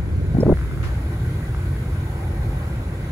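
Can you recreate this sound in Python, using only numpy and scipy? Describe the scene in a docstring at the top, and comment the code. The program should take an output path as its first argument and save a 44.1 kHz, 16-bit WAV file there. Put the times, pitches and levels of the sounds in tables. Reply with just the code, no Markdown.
"""A car's blower runs throughout: shaped noise for the duct air and cabin rumble, a fuzzy motor tone.
From 0.35 s a hand-held phone, swinging from console to vent, crosses the jet: puffs of swept tone
and noise over a low surge, with one tink of decaying partials at 0.4 s. From 0.54 s its case ticks
(short damped swings) and creaks; at 0.83 s a finger brushes it, a grainy hiss that fades.
The last few ticks are sparse, over the steady air."""
import sys
import numpy as np
from scipy import signal
from scipy.fft import next_fast_len
from scipy.io import wavfile
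from scipy.ndimage import uniform_filter1d

SR = 44100
rng = np.random.default_rng(int(sys.argv[2]) if len(sys.argv) > 2 else 0)


def store_pcm(level_fs):
    """Save levels as 16-bit WAV."""
    pcm = np.round(np.clip(level_fs, -1, 1) * 32767).astype(np.int16)
    wavfile.write(sys.argv[1], SR, np.atleast_2d(pcm).T)


N = 137151


def amp(db):
    """Decibels to linear gain."""
    return 10 ** (np.asarray(db) / 20)


def evened(x):
    """Scale to an rms of one."""
    return x / np.sqrt(np.mean(x ** 2) + 1e-20)


def read(points, hz):
    """Read a spectrum table along a logarithmic frequency axis."""
    f, value = np.transpose(points)
    return np.interp(np.log(hz + 1), np.log(f + 1), value)


def curve(table, x, column):
    """Read one column of a table, straight lines between its rows."""
    rows = np.array(table, float)
    return np.interp(x, rows[:, 0], rows[:, column])


def add(mix, start_s, sound):
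    """Lay a two-channel sound into the mix."""
    part = mix[:, round(start_s * SR):][:, :sound.shape[1]]
    part += sound[:, :part.shape[1]]


def grid(size):
    """Bin frequencies (Hz) and frame times (s) for noise built in overlapping frames."""
    hz = np.fft.rfftfreq(size, 1 / SR)[:, None]
    return hz, np.arange(N * 4 // size + 5) * size / 4 / SR


def patches(hz, t, bins, frames):
    """Random blotches over pitch and time, smoothed over some bins and frames, rms one."""
    p = rng.standard_normal((len(t), len(hz))).T
    return evened(uniform_filter1d(uniform_filter1d(p, bins, 0), frames, 1))


def noise_pair(field_db, lead_rad, likeness, size, balance_db=0):
    """Stereo noise with the given spectrum over time; the right shares part of the left, phase-led."""
    a, b, c, d = rng.standard_normal(field_db.shape[::-1] + (4,)).T
    likeness = np.clip(likeness, 0, 1)
    left = a + 1j * b
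    right = likeness * left + np.sqrt(1 - likeness ** 2) * (c + 1j * d)
    right = right * np.exp(1j * lead_rad)
    bins = np.array([left * amp(balance_db / 2), right * amp(-balance_db / 2)]) * amp(field_db)
    return evened(signal.istft(bins, nperseg=size, noverlap=size * 3 // 4)[1][:, :N])


def band_noise(lo_hz, hi_hz, size):
    """Band-passed noise of rms one; the filter's run-in is dropped."""
    sos = signal.butter(3, [lo_hz, hi_hz], "band", fs=SR, output="sos")
    return evened(signal.sosfilt(sos, rng.standard_normal(size + 2000))[2000:])


# The two microphone ports: f/Hz, likeness/0-1, left minus right/dB
PORT_MATCH = [(0, 1, -10), (490, 0.7, 1), (735, 0, 0), (1010, 0.4, 2.5), (1810, 0, -0.5), (3070, 0.38, 0),
              (5260, 0, -2), (6800, 0.48, -2.5), (7100, 1, 5), (7960, 1, -5.5), (9730, 1, 8),
              (11000, 0.96, -8.5), (12200, 0.6, 5.5), (13400, .99, 3), (14600, .9, -4), (15700, .995, -8)]
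# Phase between the ports: f/Hz, right leads/half turns
PORT_LEAD = [(0, 0), (500, .05), (1700, .52), (3100, 1), (6400, 2), (8613, 3), (11025, 4), (13437, 5),
             (15850, 6), (22050, 8.5)]


def ported(field_db, hz, size):
    """Noise as two spaced ports hear it: phase, likeness and balance vary with pitch."""
    lead_rad = np.pi * curve(PORT_LEAD, hz, column=1)
    likeness, balance_db = curve(PORT_MATCH, hz, column=1), curve(PORT_MATCH, hz, column=2)
    return noise_pair(field_db, lead_rad, likeness, size, balance_db)


# Spectrum of the air at the vent: f/Hz, relative level per Hz/dB
AIR_SPECTRUM = [(200, -65), (400, -9.5), (530, -5), (650, -7.5), (1200, -6.5), (1800, -10.5), (2450, -13.5),
                (2620, -17), (2900, -18.5), (4200, -21), (5500, -26), (7000, -24.5), (8600, -24),
                (10500, -21.5), (12500, -26.5), (15500, -26), (17000, -63)]
# Duct resonances and notches: f/Hz, width/Hz, lift/dB
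DUCT_RESONANCES = [(751, 92, 6), (1520, 150, 7), (1890, 160, 3), (2040, 350, 3.5), (2310, 120, 2),
                   (3680, 760, 2), (8820, 600, 4.5), (13600, 700, 5), (672, 42, -22.5), (1202, 31, -11),
                   (1768, 81, -5)]
# Air as the phone moves: t/s, level before make-up gain/dB, treble setting/dB, low body lift/dB
AIR_MOVES = [(0, -48, -21, 5), (.35, -46.5, -20.5, -2), (.6, -44.5, -17.5, -6.5), (.95, -45.5, -16, 5.5),
             (1.3, -44, -16.5, 1.5), (1.7, -44.5, -16, 1.5), (2.05, -44.5, -16.5, 3), (2.25, -45, -16, 9.5),
             (2.7, -44, -17.5, 5), (2.9, -45.5, -19, 6.5), (3.11, -44.5, -18.5, 0.5)]
AIR_MAKEUP_DB = 4.0
TREBLE_REF_DB, TREBLE_FROM_HZ = -14, 6760  # a treble setting at the reference adds nothing
BODY_HZ, BODY_OCTAVES = 640, 0.66


def rush():
    """Air through duct resonances, blotchy and flickering; treble and low body follow the phone."""
    hz, t = grid(size=1024)
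    resonances = sum(db / (1 + (2 * (hz - f) / width) ** 2) for f, width, db in DUCT_RESONANCES)
    treble = np.clip(np.log2((hz + 1) / TREBLE_FROM_HZ), 0, 1)  # fades in over an octave
    body = np.exp(-(np.log2((hz + 1) / BODY_HZ) / BODY_OCTAVES) ** 2)
    field = read(AIR_SPECTRUM, hz) + resonances
    field = field + treble * (curve(AIR_MOVES, t, column=2) - TREBLE_REF_DB)
    field = field + body * curve(AIR_MOVES, t, column=3)
    field = field + 1.72 * patches(hz, t, bins=3, frames=8)  # fine blotches, dB
    field = field + 0.37 * patches(hz, t, bins=120, frames=3)  # broad flicker, dB
    level_db = curve(AIR_MOVES, np.arange(N) / SR, column=1) + AIR_MAKEUP_DB
    return ported(field, hz, size=1024) * amp(level_db)


CRACKLE_FROM_HZ, CRACKLE_STEP, CRACKLE_FALL_DB = 519, 1.424, -7  # lowest edge, edge ratio, per band
CRACKLE_NARROWING = 1.25
PUFF_ARCH, PUFF_NOISE = 0.609, .5  # share of the pitch that arches, noise against tone


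def puff(half_length_s, top_hz, crackle_db):
    """A swing whose pitch peaks mid-way, and a crackle whose higher bands are weaker and shorter."""
    t = np.arange(-half_length_s, half_length_s, 1 / SR)
    bell = np.exp(-(2.406 * t / half_length_s) ** 2)
    pitch_hz = top_hz * (1 - PUFF_ARCH + PUFF_ARCH * bell)
    turns = np.cumsum(pitch_hz) / SR + rng.random()
    flutter = band_noise(top_hz / 3, top_hz * 1.215, size=len(t))
    body = bell * (np.cos(2 * np.pi * turns) + PUFF_NOISE * flutter)
    edges = CRACKLE_FROM_HZ * CRACKLE_STEP ** np.arange(5)
    crackle = np.zeros(len(t))
    for k in range(len(edges) - 1):
        band = band_noise(edges[k], edges[k + 1], size=len(t))
        shorter = bell ** (CRACKLE_NARROWING ** (2 * k))
        crackle += amp(crackle_db + k * CRACKLE_FALL_DB) * shorter * band
    return np.array([body, crackle])


# Buffeting puffs: middle t/s, level/dB, half length/s, top f/Hz, crackle relative level/dB
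PUFF_EVENTS = [(.35, -6.5, .012, 170.6, -30.5), (.372, -20.5, .012, 332, -23),
               (.387, -9.5, 0.0092, 231, -26), (0.411, -19.5, 0.01194, 379, -20),
               (.403, -12.5, .013, 263, -29), (.429, -11, .012, 192, -27),
               (0.433, -13.5, 0.0105, 526, -15.5), (.443, -13.5, 0.0093, 200, -27),
               (.457, -18, 0.012, 262, -18), (0.4667, -15, 0.011, 383, -13),
               (0.4842, -13.5, .011, 398, -18), (0.4966, -8.5, .018, 419, -20.5),
               (0.507, -12.5, 0.012, 234.6, -25), (0.5245, -11.5, .012, 420, -20),
               (.478, -14, .022, 85, -29), (.517, -11, .016, 175, -18), (.531, -11, .014, 95, -35)]
SURGE_S, SURGE_RISE_S, SURGE_END_S = 0.36, 0.12, .535
SURGE_DB, SURGE_HZ = -16.5, 84.5
PUFF_LAG_RAD, CRACKLE_PAN_DB = 0.53, 12.5  # right lags, left minus right


def buffet():
    """Eddies slap the microphone: short puffs over a growing low surge."""
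    puffs, t = np.zeros((2, N)), np.arange(N) / SR
    for middle_s, db, half_length_s, top_hz, crackle_db in PUFF_EVENTS:
        add(puffs, middle_s - half_length_s, amp(db) * puff(half_length_s, top_hz, crackle_db))
    grow = np.clip((t - SURGE_S) / SURGE_RISE_S, 0, 1)
    grow = grow * np.clip((SURGE_END_S - t) / 0.008, 0, 1)
    surge = band_noise(SURGE_HZ / 2.9, SURGE_HZ * 2.52, size=N) * grow
    surge = surge / np.sqrt((surge ** 2).sum() / (grow ** 2).sum())
    body = puffs[0] + amp(SURGE_DB) * surge
    # every partial turned by the same angle
    late = (signal.hilbert(body, next_fast_len(N))[:N] * np.exp(-1j * PUFF_LAG_RAD)).real
    crackle = puffs[1] * amp([[CRACKLE_PAN_DB / 2], [-CRACKLE_PAN_DB / 2]])
    return np.array([body, late]) + crackle


TICK_DECAY_S, SNAP_AT_S, SNAP_WIDTH_S = .0009, .0012, .0001


def tick(hz, snap):
    """A dry plastic click: a few swings around a sharp snap."""
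    t = np.arange(400) / SR - SNAP_AT_S
    envelope = np.exp(np.minimum(3 * t, -t) / TICK_DECAY_S)  # rises three times faster than it falls
    swing = envelope * np.cos(2 * np.pi * hz * t)
    return -.65 * swing - 0.32 * snap * np.exp(-(t / SNAP_WIDTH_S) ** 2)


# Partials of the tink: f/Hz, relative level/dB, 60 dB decay/s
TINK_PARTIALS = [(4300, 4, 0.025), (5150, 5, 0.07), (5700, 0, .02), (6800, -2, .025), (10500, -8, .06)]
TINK_DB, TINK_ROUGH = -44.5, .7


def tink():
    """A small bright ring: partials decay at their own rates, roughened by noise."""
    t = np.arange(3000) / SR
    ring = sum(amp(TINK_DB + db - 60 * t / t60) * np.sin(2 * np.pi * hz * t)
               for hz, db, t60 in TINK_PARTIALS)
    ring = ring * (1 + TINK_ROUGH * evened(uniform_filter1d(rng.standard_normal(len(t)), size=24)))
    return np.array([ring, ring]) * np.minimum(t / 0.0007, 1)


# Case ticks: start t/s, level/dB, f/Hz, left minus right/dB, snap weight
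CASE_TICKS = [(.5387, -25, 1550, 2, .8), (.5716, -23, 1490, 2, 1.5), (.5896, -24, 1450, 2, 1.5),
              (.6125, -24, 1400, 2, 1.6), (.6315, -26, 1560, 2, .2), (.625, -28, 1450, 2, .2),
              (.648, -27, 1100, 1, .3), (.712, -26, 1300, 0, .8), (.722, -30, 1450, 0, .3),
              (.738, -29, 1400, 0, .2), (.7741, -25, 1400, -2, .8), (.8031, -28, 1280, 0, .6),
              (.815, -28, 1400, 0, .4), (.8375, -24.5, 1270, 1.5, .9), (.851, -29, 1900, 1, .8),
              (.868, -29, 1200, 1, .8), (.891, -28, 1500, 1, .6), (.915, -29, 1100, 1, .4),
              (1.032, -30, 1300, 3, .5), (1.5464, -22, 1250, 1.5, 1.2), (1.7634, -28, 1670, 0, 1),
              (2.1904, -27, 945, 0, .3)]
CREAK_FROM_S, CREAK_TO_S, CREAK_PER_S = 0.73, 1.2, 90
CREAK_DB, CREAK_HZ, CREAK_SNAP = -44, 1240, .6  # level of the faintest creaks
TINK_S, LAG_SAMPLES = .404, 5


def handling():
    """Case ticks, a random scatter of smaller creaks and one tink; the left channel lags slightly."""
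    out, t = np.zeros((2, N)), np.arange(N) / SR
    for start_s, db, hz, pan_db, snap in CASE_TICKS:
        add(out, start_s, tick(hz, snap) * amp([[db + pan_db / 2], [db - pan_db / 2]]))
    when = (rng.random(N) < CREAK_PER_S / SR) * (t > CREAK_FROM_S) * (t < CREAK_TO_S)
    creak_size = amp(CREAK_DB + 2.9 * np.minimum(rng.exponential(1, N), 3)) * when
    out += signal.oaconvolve(creak_size, tick(CREAK_HZ, CREAK_SNAP))[:N]
    add(out, TINK_S, tink())
    return np.array([np.roll(out[0], LAG_SAMPLES), out[1]])


# Spectrum of the finger's hiss: f/Hz, relative level per Hz/dB
BRUSH_SPECTRUM = [(600, 0), (1500, 5), (3000, -3.5), (5000, -10.5), (8500, -16.5), (11000, -25),
                  (16000, -40)]
BRUSH_S, BRUSH_RISE_S, BRUSH_HOLD_S, BRUSH_T60_S = .827, 0.0027, 0.027, 0.6  # hold counts from the start
BRUSH_DB, BRUSH_GRAIN_DB = -38.5, 1.2


def brush():
    """A finger slides: grainy hiss that starts quickly and fades."""
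    hz, t = grid(size=256)
    field = read(BRUSH_SPECTRUM, hz) + 1.2 * patches(hz, t, bins=40, frames=4)
    grain = evened(uniform_filter1d(rng.standard_normal(N), size=90))
    noise = evened(ported(field, hz, size=256) * amp(BRUSH_GRAIN_DB * grain))
    since = np.arange(N) / SR - BRUSH_S
    rise = np.clip(since / BRUSH_RISE_S, 0, 1)
    fade_db = -60 * np.maximum(since - BRUSH_HOLD_S, 0) / BRUSH_T60_S
    return noise * rise * amp(BRUSH_DB + fade_db)


HUM_HZ, HUM_WIDTH_HZ, HUM_DB = 341.4, 5.7, -47.5


def motor():
    """The blower motor's faint tone, fuzzy because its strength and phase wander at random."""
    r = np.exp(-np.pi * HUM_WIDTH_HZ / SR)
    noise = rng.standard_normal(N) + 1j * rng.standard_normal(N)
    wander = signal.lfilter([1 - r], [1, -r], noise)
    tone = (wander * np.exp(2j * np.pi * HUM_HZ * np.arange(N) / SR)).real
    return amp(HUM_DB) * evened(tone)


# Spectrum of the cabin rumble: f/Hz, relative level per Hz/dB
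RUMBLE_SPECTRUM = [(20, -64), (32, -44), (55, 2.5), (72, -1), (95, -2), (135, -3), (160, -12), (200, -17),
                   (250, -21.5), (340, -20.5), (450, -26.5), (700, -35.5), (1200, -72)]
# Rumble over time: t/s, level/dB
RUMBLE_LEVEL = [(0, -22.5), (.15, -21), (.3, -20.5), (.6, -24), (1.1, -23), (1.6, -23.5), (2.1, -22.5),
                (2.25, -23), (2.5, -22), (2.75, -24), (3.11, -24.5)]
# Lift of the rumble's upper part: t/s, lift/dB
UPPER_RUMBLE = [(0, 1), (.3, 2), (.6, 0.5), (.9, 1), (1.2, 0), (1.6, 0), (1.85, 1), (2.2, -0.5), (2.6, 0),
                (3.11, 2)]
UPPER_RUMBLE_HZ = 151
# Bass between the channels: t/s, right leads before scaling by pitch/rad, likeness/0-1
BASS_WIDTH = [(0, 1, 0.93), (.3, 1, 1), (.36, -0.0044, 0.94), (.55, -0.33, 0.97), (.86, -0.15, 0.75),
              (.93, 0, 1), (3.11, 0.21, 1)]


def rumble():
    """Low turbulence in the cabin, its stereo width and upper part shifting over time."""
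    hz, t = grid(size=2048)
    tilt = np.clip(0.16 + hz / 500, 0, 2)  # the phase lead grows with pitch
    lead_rad, likeness = curve(BASS_WIDTH, t, column=1) * tilt, curve(BASS_WIDTH, t, column=2)
    upper = np.clip(np.log2((hz + 1) / UPPER_RUMBLE_HZ) * 2, 0, 1)  # fades in over half an octave
    field = read(RUMBLE_SPECTRUM, hz) + .4 * patches(hz, t, bins=4, frames=5)
    field = field + upper * curve(UPPER_RUMBLE, t, column=1)
    level_db = curve(RUMBLE_LEVEL, np.arange(N) / SR, column=1)
    return noise_pair(field, lead_rad, likeness, size=2048) * amp(level_db)


def scene():
    """Vent air, buffeting, handling and finger over the motor and the cabin."""
    return rush() + buffet() + handling() + brush() + motor() + rumble()


OVERLOAD, EDGE_HZ = .95, 15780  # ceiling of the soft clipping, top of the band


def record(dry):
    """The microphone rounds off the strongest slaps, then a steep low-pass limits the band."""
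    rounded = OVERLOAD * np.tanh(dry / OVERLOAD)
    padded = np.pad(rounded, ((0, 0), (255, 255)), "reflect")
    low_pass = signal.firwin(511, EDGE_HZ, window=("kaiser", 9), fs=SR)
    return signal.oaconvolve(padded, low_pass[None], "valid", axes=1)


dry = scene()
out = record(dry)
store_pcm(out)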